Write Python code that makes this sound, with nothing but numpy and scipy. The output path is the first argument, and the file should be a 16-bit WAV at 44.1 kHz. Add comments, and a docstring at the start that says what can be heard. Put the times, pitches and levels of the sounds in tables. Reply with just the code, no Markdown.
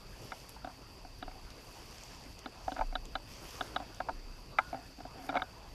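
"""A long camera mount ticks, creaks and sways against its plastic housing during a creep through dry grass.
Each slip rings decaying housing modes with a burst of grit; friction noise drives the same modes to creak.
Grainy noise makes the swishing stalks and leaf tips, and short pitched bursts make the snaps underfoot.
Behind them, pulsed tones form two far insect choruses, and shaped noise makes a light breeze."""
import sys
import numpy as np
from scipy import signal
from scipy.fft import rfft, irfft, next_fast_len
from scipy.io import wavfile
from scipy.ndimage import uniform_filter1d, map_coordinates

SR = 44100
rng = np.random.default_rng(int(sys.argv[2]) if len(sys.argv) > 2 else 0)


def waveform_to_disk(signal):
    """Save audio, clipped to [-1, 1], as 16-bit WAV at the path in sys.argv[1]."""
    frames = np.transpose(np.atleast_2d(signal))
    scaled = np.clip(frames, -1, 1) * 32767
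    samples = np.round(scaled).astype(np.int16)
    wavfile.write(sys.argv[1], SR, samples)


N = 253134

# Slips of the mount: t/s, relative ring level/dB, hardness (about 0 to 1),
# breadth of contact (about -1 to 1, a few beyond), clack level/dB against the ring
SLIPS = [(0.321, -34, 0.65, 0.4, -5), (0.564, -52.5, 0.24, 2.4, -20), (0.647, -33.5, 0.23, -0.37, -28),
         (0.674, -38, 0.26, -.15, -27), (0.698, -47, .28, 0.83, -18), (1.05, -45.5, .22, -0.11, -21),
         (1.227, -35, 0.62, -0.38, -19), (1.28, -38, 0.2, 0.2, -21), (1.314, -54.5, 0.75, 1.2, 1.5),
         (2.46, -34, 0.54, -0.53, -19), (2.681, -24.5, 0, 0.37, -38), (2.72, -32, 0.38, -0.67, -21),
         (2.765, -38, 0.76, 0.66, -17), (2.792, -29.5, 0.4, 0.36, -18), (2.812, -26.5, 0.3, 1.65, -16),
         (2.818, -39.5, 0.2, 0.72, -19), (2.927, -42.5, 0.42, 0.081, -11), (2.955, -31, 0.99, -0.2, -11),
         (3.155, -30.5, 0.94, -0.12, -9), (3.61, -31.5, 0.96, -0.13, -16), (3.763, -29.5, 1, -0.0085, -12),
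         (3.802, -33.5, .2, -0.066, -26), (3.823, -40.5, 0, 0.25, -24), (4.004, -29, 0.58, 0.6, -16),
         (4.087, -30.5, 0.24, 1.25, -25), (4.093, -29, 0.45, 1.06, -30), (4.587, -23, 1.06, 0.96, 4.5),
         (4.595, -35, .98, 1.7, -3), (4.73, -32.5, 0, -0.28, -17), (4.745, -29.5, 0, -0.079, -24),
         (4.985, -47, .05, -0.39, -24), (5.005, -42.5, 0.43, 0.25, -15), (5.053, -38, 0.03, -0.22, -31),
         (5.191, -49, 0.2, 0.69, -23), (5.272, -50, 0, .6, -16), (5.292, -24.5, 0.26, -0.33, -12),
         (5.299, -36.5, 0.89, 0.13, -6), (5.328, -33, 0.2, 0.48, -19), (5.344, -28, 0.37, 0.5, -23),
         (5.355, -24, 0.3, 0.29, -20), (5.364, -22.5, 0.1, 0.077, -10), (5.372, -24, 0.6, 0.23, -7),
         (5.397, -43.5, 0.84, 0.71, 4), (5.421, -29, 0.79, -0.082, -17)]
# Housing modes, one list per family (case ring, thud, body, knock, clack, tick):
# nominal f/Hz, relative level/dB, t60/s of a struck mode
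HOUSING_MODES = [
    [(554, -9.5, 0.052), (687.8, -2, 0.043), (739.7, 1.5, 0.055)],
    [(272, 7.5, 0.063), (390, -15.5, 0.07)],
    [(907.6, 5.5, 0.044), (1007, -4, 0.058)],
    [(1310, 5.5, 0.024), (1448, 2.5, 0.032), (1600, 1, 0.025)],
    [(2140, 2, .026), (2290, 0.5, 0.026)],
    [(2977, -6, 0.024), (3510, 0, 0.024), (3823, 2.5, 0.019)],
]
# Level/dB against the ring of body, knock, tick: for a dull slip, added per hardness, added per breadth
DULL_LEVELS = [-14.5, -14.5, -27]
HARDNESS_GAINS = [6, 19, 27]
BREADTH_GAINS = [7.5, 1.5, -12.5]
# The thud grows slower than the ring (dB per dB) and thins with breadth
THUD_DB, THUD_GROWTH, THUD_BREADTH_DB = -37, 0.32, -8.5
SLIDE_S = 0.0035  # nominal build-up of a mode near 750 Hz
# Grit at each slip: dull level against the slip level, gain per hardness, decay time
CRUNCH_DB, CRUNCH_HARDNESS_DB, CRUNCH_T60_S = -14.5, 15, 0.013
# Colour of the slip grit: f/Hz, relative level/dB
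CRUNCH_COLOUR = [(500, -18), (1000, 6.5), (1700, -0.5), (2600, -2.5), (4300, -12), (9000, -28)]

# Thin rings after two ticks: t/s, relative level/dB, first f/Hz, f/Hz it sinks towards, t60/s
THIN_RINGS = [(4.591, -47.5, 1485, 1423, 0.57), (5.425, -54, 1490, 1444, 0.33)]
# Second tone: offset above the first, level against it, its own extra decay
PARTNER_OFFSET_HZ, PARTNER_DB, PARTNER_T60_S = 150, 2, 0.25

# Rubs in the joint: t/s of the peak, relative level/dB, swell/s, fade/s
RUBS = [(0.688, -52, 0.0066, 0.045), (2.788, -41.5, 0.039, .006), (2.825, -45, 0.0047, 0.021),
        (3.812, -49, .005, 0.042), (4.762, -51, .005, 0.1), (5.004, -55, 0.043, .025),
        (5.06, -63, 0.04, 0.016), (5.21, -47.5, 0.12, .16), (5.361, -42, 0.086, 0.072)]
# Friction drive of each housing family, in the order of HOUSING_MODES: relative level/dB
RUB_DRIVE = [5.5, 0, -34, -15, -27, -44]
# Jolts that set the mount swinging: t/s, level/dB
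JOLTS = [(1.05, -49), (1.247, -44.5), (2.8, -32), (2.871, -42), (4.129, -40.5), (4.251, -40.5)]
SWAY_HZ, SWAY_T60_S = 30.2, 1

# Legs sweeping through grass: t/s of the peak, relative stalk level/dB, relative tip level/dB, swell/s, fade/s
SWEEPS = [(0.3, -64, -66.5, 0.28, 0.34), (1.76, -67, -68.5, 0.28, 0.27), (2.05, -62, -67.5, 0.33, 0.34),
          (2.72, -65.5, -71, 0.22, 0.18), (3.33, -60.5, -66, 0.07, 0.14), (3.55, -59, -62, 0.21, 0.25),
          (4.7, -71, -74, 0.14, .06), (5.26, -68, -65, .07, 0.045)]
# Steady grass level between sweeps: relative level/dB of stalks, of leaf tips
CREEP_LEVELS = [-70, -72.5]
# Shake of the neighbours at a snap: level/dB of stalks and tips against the snap, fade/s
SHAKE_LEVELS = [-27, -36]
SHAKE_FADE_S = 0.017
# Colour of brushed stalks: f/Hz, relative level/dB
STALK_COLOUR = [(240, -13), (400, -2), (999, -4.5), (1410, -11.5), (2830, -5), (3940, -11.5), (5420, -4),
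                (9060, -20), (11000, -41), (14300, -43), (22000, -120)]
# Colour of brushed leaf tips: f/Hz, relative level/dB
TIP_COLOUR = [(6000, -16), (9000, -14), (11500, -9), (13500, -16), (15400, -24)]
TIP_PATCH_DB, TIP_FLUTTER_DB = 2, 1.2

# Breaking stalks: t/s, peak level/dB, pitch f/Hz
STALK_SNAPS = [(0.4942, -36, 10500), (0.504, -46, 8500), (1.19, -48, 11000), (1.5056, -39, 5600),
               (1.7125, -48, 12500), (1.9844, -41, 6660), (2.0373, -36, 6190), (2.392, -38, 5600),
               (3.0561, -37.5, 6450), (3.4875, -49, 5700), (3.7504, -43, 5540), (3.948, -40, 5560),
               (3.9659, -48, 6670), (4.586, -50, 6430), (4.7017, -46, 5520), (4.8654, -53, 6000),
               (5.248, -47, 6280)]
SNAP_T60_CYCLES, CRACK_T60_S = 7.2, 0.0045

# Insect choruses: centre f/Hz, spread f/Hz, relative level/dB, average pulse rate/Hz
CHORUSES = [(4698, 330, -1.5, 50), (2613, 130, -9, 40)]
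# Loudness of all singing over time: t/s, relative level/dB
SINGING_LEVEL = [(0.0, -62), (1.57, -61), (2.9, -61.5), (3.6, -60.5), (4.0, -61), (5.3, -61.5),
                 (5.74, -63.5)]

# Rush of the far field over time: t/s, relative level/dB
RUSH_LEVEL = [(0.0, -61), (1.2, -62), (1.6, -59), (2.0, -62), (2.3, -60), (2.9, -63), (3.2, -62),
              (3.8, -54.5), (4.3, -63.5), (4.62, -58.5), (5.0, -63.5), (5.35, -59.5), (5.74, -62)]
# Colour of that rush: f/Hz, relative level/dB
RUSH_COLOUR = [(80, -37), (170, -4.5), (280, -0.5), (500, -4.5), (1000, -5.5), (2000, -16), (4000, -20.5),
               (8000, -33), (15400, -37)]
# Colour of the low wind rumble: f/Hz, relative level/dB
RUMBLE_COLOUR = [(12, -12), (25, -5), (52, 0.5), (80, -9.5), (115, -6.5), (170, -14.5), (300, -23)]
RUMBLE_DB = -54

BAND_LIMIT_HZ = 15350


def ticks():
    """Each slip rings the housing; it builds over a short slide, faster in the high modes."""
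    rings, grit = np.zeros(N + SR), np.zeros(N + SR)
    t = np.arange(SR // 5) / SR
    for s, db, hard, broad, clack_db in SLIPS:
        crunch_db = db + CRUNCH_DB + CRUNCH_HARDNESS_DB * hard
        crunch = amp(crunch_db - 60 * t / CRUNCH_T60_S) * np.minimum(t / 0.0018, 1)
        add(grit, s - 0.001, crunch)
        body_db, knock_db, tick_db = DULL_LEVELS + hard * np.array(HARDNESS_GAINS) + broad * np.array(BREADTH_GAINS)
        thud_db = THUD_DB + (THUD_GROWTH - 1) * db + THUD_BREADTH_DB * broad
        family_levels = [0, thud_db, body_db, knock_db, clack_db, tick_db]
        for family, family_db in zip(HOUSING_MODES, family_levels):
            hz, mode_db, t60 = np.transpose(family)[..., None]
            # Every slip strikes the modes a little differently
            detune, phase, scatter = rng.standard_normal((3, *hz.shape))
            rise = np.clip(t / (SLIDE_S * (750 / hz) ** 0.25 + 1e-4), 0, 1)
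            tone = np.sin(2 * np.pi * hz * (1 + 0.019 * detune) * t + 0.64 * phase)
            level = amp(db + family_db + mode_db + 1.0 + 0.92 * scatter - 60 * t / t60)
            add(rings, s - 0.002, np.sum(level * np.sin(np.pi / 2 * rise) ** 2 * tone, axis=0))
    return rings[:N] + grit[:N] * coloured(rng.standard_normal(N), CRUNCH_COLOUR)


def whine():
    """A loose part keeps ringing unevenly, sinking a little in pitch."""
    out, t = np.zeros(N + SR), np.arange(SR // 3) / SR
    for s, db, first_hz, last_hz, t60 in THIN_RINGS:
        hz = last_hz + (first_hz - last_hz) * np.exp(-t / 0.06)
        tone = np.sin(2 * np.pi * np.cumsum(hz) / SR + 0.95 * wobble(90)[:len(t)])
        partner = np.sin(2 * np.pi * np.cumsum(hz + PARTNER_OFFSET_HZ) / SR)
        tone += amp(PARTNER_DB - 60 * t / PARTNER_T60_S) * partner
        level = amp(db - 60 * t / t60 + 1.9 * wobble(62)[:len(t)])
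        add(out, s, level * np.minimum(t / 0.004, 1) * tone)
    return out[:N]


def creak():
    """Gritty friction in the joint sets the housing's modes humming."""
    modes = [(hz, db + drive_db, 1.5 / t60)  # the last is a resonance width in Hz
             for family, drive_db in zip(HOUSING_MODES, RUB_DRIVE) for hz, db, t60 in family]

    def housing(f):
        """Sum of resonances, with the treble rolled off by the soft contact."""
        body = sum(amp(db) * 1j * f * width / (hz * hz - f * f + 1j * f * width) for hz, db, width in modes)
        return body / (1 + (f / 3500) ** 6)

    rubbing = sum(amp(db) * swell(s, swell_s, fade_s) for s, db, swell_s, fade_s in RUBS)
    grit = uniform_filter1d(rubbing, size=300) * unit(crackle(3.5))
    return amp(14.0) * filtered(grit, housing)


def sway():
    """The long mount swings at its one low mode after a jolt."""
    out, t = np.zeros(N + 2 * SR), np.arange(SR) / SR
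    for s, db in JOLTS:
        add(out, s, amp(db - 60 * t / SWAY_T60_S) * np.sin(2 * np.pi * SWAY_HZ * t))
    return out[:N]


def grass():
    """Brushed stalks and leaf tips hiss in fine grains, and shake when a stalk breaks."""
    # Powers add; row 0 is stalks, row 1 leaf tips
    sweeps = sum(amp(db)[:, None] ** 2 * swell(s, swell_s, fade_s) ** 1.47
                 for s, *db, swell_s, fade_s in SWEEPS)
    shakes = sum(amp(np.add(SHAKE_LEVELS, db))[:, None] ** 2 * swell(s, SHAKE_FADE_S / 2, SHAKE_FADE_S)
                 for s, db, _ in STALK_SNAPS)
    stalks_gain, tips_gain = np.sqrt(amp(CREEP_LEVELS)[:, None] ** 2 + sweeps + shakes)
    flutter = wobble(16)
    stalks = coloured(0.82 * unit(crackle(4.4)) + patchy(1.54), STALK_COLOUR)
    tips = coloured(0.76 * unit(crackle(4.8)) + patchy(TIP_PATCH_DB), TIP_COLOUR)
    stalks = stalks_gain * amp(7 + 0.2 * flutter) * stalks
    tips = tips_gain * amp(TIP_FLUTTER_DB * flutter) * tips
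    return stalks + tips


def snaps():
    """A breaking stalk gives a few ms of noise around its own pitch."""
    out, t = np.zeros(N + SR), np.arange(SR // 50) / SR
    for s, db, hz in STALK_SNAPS:
        crack = rng.standard_normal(len(t)) * amp(-60 * t / CRACK_T60_S)
        ring = np.sin(2 * np.pi * hz * t) * amp(-60 * t * hz / SNAP_T60_CYCLES)
        burst = np.convolve(crack, ring)[:len(t)]
        add(out, s - 0.001, amp(db) * burst / np.abs(burst).max())
    return out[:N]


def insects():
    """Nine singers a chorus, each a pulsed tone of its own pitch and pace, drift in and out over a blur."""
    t, out = np.arange(N) / SR, np.zeros(N)
    for hz, spread_hz, db, pace in CHORUSES:
        choir = np.zeros(N)
        for place, speed, phase in zip(np.linspace(-1, 1, num=9), *rng.standard_normal((2, 9))):
            pulses = np.sin(np.pi * pace * (1 + 0.2 * speed) * t + phase) ** 2
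            tone = np.sin(2 * np.pi * (hz + spread_hz * place) * t + 1.1 * wobble(50))
            choir += pulses * amp(0.87 * wobble(2.76)) * tone
        # Distant singers blur into a band of noise
        far = filtered(rng.standard_normal(N), lambda f: np.exp(-((f - hz) / spread_hz) ** 2))
        out += amp(db) * unit(0.71 * unit(choir) + unit(far))
    return amp(curve(SINGING_LEVEL)) * out


def breeze():
    """Air moves over the microphone as low rumble and through the far field as a patchy rush."""
    gusts = amp(0.61 * wobble(5.5))
    rumble = amp(RUMBLE_DB) * unit(gusts * coloured(patchy(1.43), RUMBLE_COLOUR))
    rush = amp(curve(RUSH_LEVEL) + 4) * coloured(patchy(3.16), RUSH_COLOUR)
    return rumble + rush


def amp(db):
    """Gain of a level in dB."""
    return 10 ** (np.asarray(db) / 20)


def unit(x):
    """x at rms 1."""
    return x / np.sqrt(np.mean(x ** 2) + 1e-20)


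def curve(points):
    """Straight lines through (time in s, value) points, one value per sample."""
    s, values = np.transpose(points)
    return np.interp(np.arange(N) / SR, s, values)


def swell(s, swell_s, fade_s):
    """Rises from 0 to 1 at time s and falls back."""
    return np.interp(np.arange(N) / SR, [s - abs(swell_s), s, s + abs(fade_s)], [0, 1, 0])


def wobble(rate):
    """A smooth random curve, rate knots a second."""
    knots = rng.standard_normal(int(N * rate / SR) + 4)
    return map_coordinates(knots, [np.arange(N) * rate / SR])


def filtered(x, response):
    """x with its spectrum multiplied by a response of frequency in Hz."""
    m = next_fast_len(N + SR // 2)
    return irfft(rfft(x, m) * response(np.fft.rfftfreq(m, 1 / SR)), m)[:N]


def coloured(x, spectrum):
    """x shaped by (Hz, dB) points on a log axis, at rms 1."""
    f, db = np.transpose(spectrum)
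    return unit(filtered(x, lambda hz: amp(np.interp(np.log(hz + 1), np.log(f), db, left=-120, right=-120))))


def patchy(depth_db):
    """White noise with patches of random gain in time and frequency."""
    z = signal.stft(rng.standard_normal(N), nperseg=512)[2]
    field = uniform_filter1d(rng.standard_normal(z.shape), size=6, axis=0)
    field = uniform_filter1d(field, size=10, axis=1)
    return signal.istft(z * amp(depth_db * unit(field)), nperseg=512)[1][:N]


def crackle(spread_db):
    """Noise whose loudness jumps about every millisecond."""
    grains = amp(spread_db * np.minimum(rng.exponential(size=N // 40 + 1), 4))
    return rng.standard_normal(N) * np.repeat(grains, repeats=40)[:N]


def add(track, s, sound):
    """Mixes a sound into a track at time s."""
    track[round(s * SR):][:len(sound)] += sound


def scene():
    """Everything reaches one microphone in open air."""
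    mount = ticks() + whine() + creak() + sway()
    return (mount + grass() + snaps() + insects() + breeze())[None]


def record(dry):
    """The camera keeps nothing above its band limit."""
    return filtered(dry[0], lambda hz: hz < BAND_LIMIT_HZ)[None]


dry = scene()
out = record(dry)
waveform_to_disk(out)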